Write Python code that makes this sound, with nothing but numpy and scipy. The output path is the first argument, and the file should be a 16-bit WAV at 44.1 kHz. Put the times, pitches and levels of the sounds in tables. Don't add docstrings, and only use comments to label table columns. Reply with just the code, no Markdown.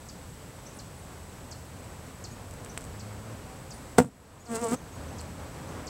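import sys
import numpy as np
from scipy import signal
from scipy.fft import rfft, irfft
from scipy.io import wavfile
from scipy.ndimage import map_coordinates

SR = 44100
rng = np.random.default_rng(int(sys.argv[2]) if len(sys.argv) > 2 else 0)


def generate_wav(signal):
    frames = np.transpose(np.atleast_2d(signal))
    scaled = np.clip(frames, -1, 1) * 32767
    pcm = np.round(scaled).astype(np.int16)
    wavfile.write(sys.argv[1], SR, pcm)


N = 259749
TIME = np.arange(N) / SR

# f/Hz, relative density/dB
RUMBLE_SPECTRUM = [(12, -42), (22, -22), (50, -8.5), (80, -1), (110, -2.5), (135, -5), (180, -7),
                   (260, -24), (400, -34), (900, -63)]
TYRE_SPECTRUM = [(60, -34), (170, -1), (260, 3.5), (350, -2), (530, 0), (660, -3.5), (950, -4.5),
                 (1500, -10), (2200, -15), (3500, -22), (8000, -25), (16000, -45)]
BREEZE_SPECTRUM = [(12, -30), (30, -10), (52, 1), (75, -5), (140, -29), (400, -56)]
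HISS_SPECTRUM = [(200, -2), (2000, 0), (3700, -2), (5500, -3), (7000, -2), (8000, 4.5), (8700, -2),
                 (9900, -5.5), (13000, -7), (16000, -14.5)]
DRAUGHT_SPECTRUM = [(40, -25), (70, -5), (115, -6.5), (200, -5), (500, -14), (1000, -16), (2000, -27),
                    (5000, -41)]
# t/s, level/dB
TYRE_LEVEL = [(0, -50), (1.7, -49), (3.2, -46.5), (4.2, -47.5), (5.35, -45), (5.72, -42), (5.89, -43.5)]
# t/s, half-length/s, level/dB
BREEZE_GUSTS = [(2.55, .45, -51.5), (4.3, .8, -55)]
# f/Hz, level/dB
WHINE_TONES = [(7852, -67.5), (7882, -69.5), (7940, -76), (15735, -80)]
# t/s, initial level/dB, length/s, final f/Hz
BIRD_CHIPS = [(0.086, -45, 0.016, 4380), (0.788, -45.5, 0.017, 4090), (1.512, -44, .021, 4170),
              (2.239, -42, 0.019, 4160), (2.994, -48, .021, 4220), (3.705, -45.5, 0.022, 4420),
              (4.453, -48.5, 0.024, 4160), (5.183, -46, 0.022, 4140), (5.868, -42, 0.018, 4230)]
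# t/s, level/dB, length/s, initial f/Hz, final f/Hz
BIRD_PEEPS = [(0.661, -49, 0.016, 5140, 6440), (0.739, -57, .032, 9350, 9330),
              (.974, -61, .026, 9500, 9600), (2.307, -57, .026, 6100, 6900),
              (2.694, -48, 0.013, 5380, 6330), (3.728, -55.5, .034, 9460, 9550),
              (4.391, -55, 0.04, 6300, 7140), (4.76, -52, 0.019, 5700, 6600),
              (4.911, -60, 0.052, 6100, 6800), (5.080, -58, .018, 5500, 6370),
              (5.68, -58, 0.018, 5730, 6600)]
# t/s, length/s, initial firing f/Hz, level/dB
ENGINE_PULLS = [(.7, 1.25, 78, -52), (2.151, 0.68, 94, -50.5), (2.85, 0.59, 103, -45.5),
                (4.9, 0.61, 77.1, -47), (5.6, .5, 83.7, -57)]
# t/s, crack level/dB, knock relative to crack/dB
CASING_TICKS = [(2.511, -30, -12), (2.539, -32, -12), (2.648, -27, -14), (2.662, -35.5, 9.5),
                (2.776, -24.5, 12), (2.778, -19, -14), (2.7817, -34, -12), (2.8095, -30, -14),
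                (2.8182, -31, -18), (2.8418, -30, -14), (2.851, -32, -14), (5.2078, -29, -9),
                (5.2142, -28.5, 1)]
# f/Hz, relative level/dB
HUM_SPECTRUM = [(470, -0.5), (690, -5.5), (920, -9.5), (1130, -10), (1400, -12), (1800, -17.5), (2700, -23),
                (3800, -32), (6000, -31)]
# t/s, strength/dB, crack relative to strength/dB, hardness/(dB per octave)
INSECT_KNOCKS = [(3.9833, -7.5, -2, 5.5), (3.9859, 1.3, -11, 3.5), (3.9902, -4.5, -27, 1.5),
                 (4.0021, -1, -21, -3), (4.0169, -13, -40, -7), (4.0457, -13.5, -40, -10),
                 (4.087, -30, -40, -14)]
# f/Hz, relative level/dB, T60/s
HOUSING_MODES = [(135, -18, .2), (195, -3, .055), (259, -1, .12), (495, 3, .075), (594, 0, .027),
                 (728, -1, .049), (900, 6, .009), (1400, -9, .05), (2028, -19, .028)]
# t/s, wingbeat f/Hz, hum level/dB
FLIGHT_CURVE = [(4.46, 236.1, -48.5), (4.515, 230.8, -30), (4.565, 221.8, -26.5), (4.608, 237.1, -35),
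                (4.632, 231.2, -28), (4.66, 227.1, -28.5), (4.705, 224, -33), (4.745, 257.8, -29),
                (4.762, 266.4, -61)]
# t/s, half-length/s, push/dB, draught/dB, rasp/dB
CLOSE_SWOOPS = [(4.522, 0.022, -27, -40, -48), (4.557, .011, -40, -42, -31.5),
                (4.626, 0.012, -28.5, -41, -47), (4.692, 0.01, -35, -44, -36),
                (4.731, .019, -23.5, -27.5, -37)]


def gain_of(db):
    return 10 ** (np.asarray(db) / 20)


def unit_rms(x):
    return x / np.sqrt(np.mean(x ** 2) + 1e-20)


def level_at(spectrum, hz):
    f, level_db = np.transpose(spectrum)
    return np.interp(np.log(hz + 1), np.log(f), level_db)


def follow(rows, t):
    s, *columns = np.transpose(rows)
    return [np.interp(t, s, column) for column in columns]


def add(mix, s, sound):
    part = mix[max(round(s * SR), 0):][:len(sound)]
    part += sound[:len(part)]


def noise(spectrum):
    shape = gain_of(level_at(spectrum, np.fft.rfftfreq(N, 1 / SR)))
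    return unit_rms(irfft(rfft(rng.standard_normal(N)) * shape, N))


def wander(rate):
    steps = TIME * rate
    knots = rng.standard_normal(int(steps[-1]) + 2)
    return unit_rms(map_coordinates(knots, [steps], order=2, mode="nearest"))


def swell(t, s, half_length, level_db):
    return gain_of(level_db) ** 2 * np.exp(-2 * ((t - s) / half_length) ** 2)


def smooth(x, seconds):
    pole = np.exp(-1 / (seconds * SR))
    return signal.lfilter([1 - pole], [1, -pole], x)


def resonate(x, hz, width_hz):
    return signal.lfilter(*signal.iirpeak(hz, hz / width_hz, SR), x)


def traffic(flutter_db=0.9, rumble_db=-47, rumble_share=0.52):
    level_db, = follow(TYRE_LEVEL, TIME)
    wash = noise(TYRE_SPECTRUM) * gain_of(level_db + flutter_db * wander(14))
    swell_db = rumble_share * (level_db - level_db.mean())
    return wash + noise(RUMBLE_SPECTRUM) * gain_of(rumble_db + swell_db)


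def breeze(lull_db=-61):
    power = gain_of(lull_db) ** 2 + sum(swell(TIME, *gust) for gust in BREEZE_GUSTS)
    return np.sqrt(power) * noise(BREEZE_SPECTRUM)


def electronics(hiss_db=-55, waver_rad=0.41):
    out = gain_of(hiss_db) * noise(HISS_SPECTRUM)
    for hz, level_db in WHINE_TONES:
        out += np.sqrt(2) * gain_of(level_db) * np.sin(2 * np.pi * hz * TIME + waver_rad * wander(25))
    return out


def whistle(hz, level_db, taper):
    envelope = np.sqrt(2) * gain_of(level_db) * signal.windows.tukey(len(hz), taper)
    return envelope * np.sin(2 * np.pi * np.cumsum(hz) / SR)


def birds(top_hz=8300, fall=3.4, fade_db=5):
    out = np.zeros(N)
    for s, level_db, length, end_hz in BIRD_CHIPS:
        progress = np.linspace(0, 1, int(length * SR))
        plunge = (np.exp(-fall * progress) - np.exp(-fall)) / (1 - np.exp(-fall))
        hz = end_hz + (top_hz - end_hz) * plunge
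        add(out, s, whistle(hz, level_db - fade_db * progress, taper=0.053))
    for s, level_db, length, first_hz, last_hz in BIRD_PEEPS:
        glide = np.sin(np.linspace(0, np.pi / 2, int(length * SR)))
        add(out, s, whistle(first_hz + (last_hz - first_hz) * glide, level_db, taper=0.48))
    return out


def trees(x, t60=0.28, echo_db=-1, leaf_hz=5200, echoes_per_s=2000):
    t = TIME[:SR // 2]
    taps = rng.standard_normal(len(t)) * (rng.random(len(t)) < echoes_per_s / SR) * (t > .006)
    tail = taps * gain_of(-60 * t / t60)
    tail = signal.lfilter(*signal.butter(2, leaf_hz, "highpass", fs=SR), tail / np.linalg.norm(tail))
    return x + gain_of(echo_db) * signal.fftconvolve(x, tail)[:N]


def engine(rev_hz_per_s=10.96, octave_db=-11, fading_db=1):
    out = np.zeros(N)
    for s, length, first_hz, level_db in ENGINE_PULLS:
        n = int(length * SR)
        hz = (first_hz + rev_hz_per_s * TIME[:n]) * (1 + 0.0064 * wander(14.8)[:n])
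        phase = 2 * np.pi * np.cumsum(hz) / SR
        envelope = signal.windows.tukey(n, 0.52) * gain_of(level_db + fading_db * wander(12.2)[:n])
        add(out, s, np.sqrt(2) * envelope * (np.sin(phase) + gain_of(octave_db) * np.sin(2 * phase)))
    return out


def snap(broad_weight=0.16, cavity_hz=8000, cutoff_hz=10200, overtone_hz=15000):
    impulse = signal.unit_impulse(SR // 100)
    ring = resonate(impulse, cavity_hz, width_hz=840)
    ring += broad_weight * resonate(impulse, 7200, width_hz=4700)
    ring = signal.lfilter(*signal.butter(2, cutoff_hz, fs=SR), ring)
    ring += gain_of(-20) * resonate(impulse, overtone_hz, width_hz=1500)
    return ring / abs(ring).max()


def casing(knock_hz=2350, decay_s=0.00017):
    out = np.zeros(N)
    crack = snap()
    t = TIME[:len(crack)]
    knock = np.sin(2 * np.pi * knock_hz * t) * np.exp(-t / decay_s)
    for s, level_db, knock_db in CASING_TICKS:
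        add(out, s, gain_of(level_db) * (crack + gain_of(knock_db) * knock))
    return out


def hoot(start_s=3.42, length_s=0.18, hz=764, level_db=-55):
    out = np.zeros(N)
    add(out, start_s, whistle(np.full(int(length_s * SR), hz), level_db, taper=.7))
    return out


def wing_hum(t, hz, cycles, slip_rad, tilt_db, shimmer_db=4.0, step_s=.04):
    knots = np.arange(t[0], t[-1] + step_s, step_s)
    hum = np.zeros(len(t))
    for k in range(2, 24):
        shimmer, slip = (np.interp(t, knots, draw) for draw in rng.standard_normal((2, len(knots))))
        level_db = level_at(HUM_SPECTRUM, k * hz) + tilt_db * np.log2(k) + shimmer_db * shimmer
        hum -= gain_of(level_db) * np.cos(2 * np.pi * k * cycles + slip_rad * slip)
    return unit_rms(hum)


def wing_rasp(cycles, backstroke=0.99, brush_s=0.00057, scrape=0.069):
    n = len(cycles)
    strokes = np.diff(np.floor(cycles), prepend=0)
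    strokes += backstroke * np.diff(np.floor(cycles + 0.34), prepend=0)
    force = gain_of(3 * rng.standard_normal(n).clip(-2, 2))
    contact = unit_rms(smooth(strokes * force, brush_s))
    friction = (contact + scrape) * rng.standard_normal(n)
    return unit_rms(signal.fftconvolve(friction, snap())[:n])


def wings(t, hz, hum_db, push_db, draught_db, rasp_db, jitter, slip_rad, tilt_db):
    cycles = np.cumsum(hz * (1 + jitter * wander(120)[:len(t)])) / SR
    hum = gain_of(hum_db) * wing_hum(t, hz, cycles, slip_rad, tilt_db)
    rasp = gain_of(rasp_db) * wing_rasp(cycles)
    push = -np.sqrt(2) * gain_of(push_db) * np.cos(2 * np.pi * cycles)
    draught = gain_of(draught_db) * noise(DRAUGHT_SPECTRUM)[:len(t)]
    return hum + push + draught + rasp


def arrival(start_s=3.978, length_s=0.11, attack_s=.007, racing_hz=254.4, cruise_hz=230.2):
    t = TIME[:int(length_s * SR)]
    hz = cruise_hz + (racing_hz - cruise_hz) * np.exp(-(t / .036) ** 2)
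    rise_db = 28 * np.minimum(t / attack_s - 1, 0)
    since_peak = np.maximum(t - attack_s, 0)
    peaks_db, fades_db_per_s = (-20, -12.5, -15.5, -27), (278, 310, 400, 270)
    levels_db = [peak + rise_db - fade * since_peak for peak, fade in zip(peaks_db, fades_db_per_s)]
    return start_s, wings(start_s + t, hz, *levels_db, jitter=0.0059, slip_rad=0.66, tilt_db=-.5)


def knocks(thump_boost_db=1.4):
    out = np.zeros(N)
    t = TIME[:SR // 4]
    for s, strength_db, crack_db, hardness in INSECT_KNOCKS:
        thump = sum(gain_of(db + hardness * np.log2(hz) - 60 * t / t60) * np.sin(2 * np.pi * hz * t)
                    for hz, db, t60 in HOUSING_MODES)
        add(out, s, -gain_of(strength_db + thump_boost_db) * thump / abs(thump).max())
        add(out, s, gain_of(strength_db + crack_db) * snap(broad_weight=0.5))
    return out


def departure():
    t = np.arange(FLIGHT_CURVE[0][0], FLIGHT_CURVE[-1][0], 1 / SR)
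    hz, hum_db = follow(FLIGHT_CURVE, t)
    power = gain_of([hum_db - 13, hum_db - 12, hum_db - 10]) ** 2
    for s, half_length, *levels_db in CLOSE_SWOOPS:
        power += [swell(t, s, half_length, level_db) for level_db in levels_db]
    return t[0], wings(t, hz, hum_db, *10 * np.log10(power), jitter=.011, slip_rad=1.0, tilt_db=-2.0)


def insect(vent_hz=90):
    out = knocks()
    add(out, *arrival())
    add(out, *departure())
    return signal.lfilter(*signal.butter(2, vent_hz, "highpass", fs=SR), out)


def scene():
    garden = traffic() + breeze() + engine() + trees(birds()) + hoot()
    return (garden + electronics() + casing() + insect())[None]


def record(dry, threshold_db=-19, max_duck_db=11, recovery_db_per_s=11, attack_s=0.016, edge_hz=15950):
    power_db = 10 * np.log10(smooth(dry[0] ** 2, seconds=0.0021) + 1e-12)
    over_db = np.clip(power_db - threshold_db, 0, max_duck_db)
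    recovery_db = recovery_db_per_s * TIME
    held_db = np.maximum.accumulate(over_db + recovery_db) - recovery_db
    ducked = np.clip(dry * gain_of(-smooth(held_db, attack_s)), -1, 1)
    lowpass = signal.firwin(511, edge_hz, window=("kaiser", 9), fs=SR)
    return signal.oaconvolve(ducked, lowpass[None], "same")


dry = scene()
out = record(dry)
generate_wav(out)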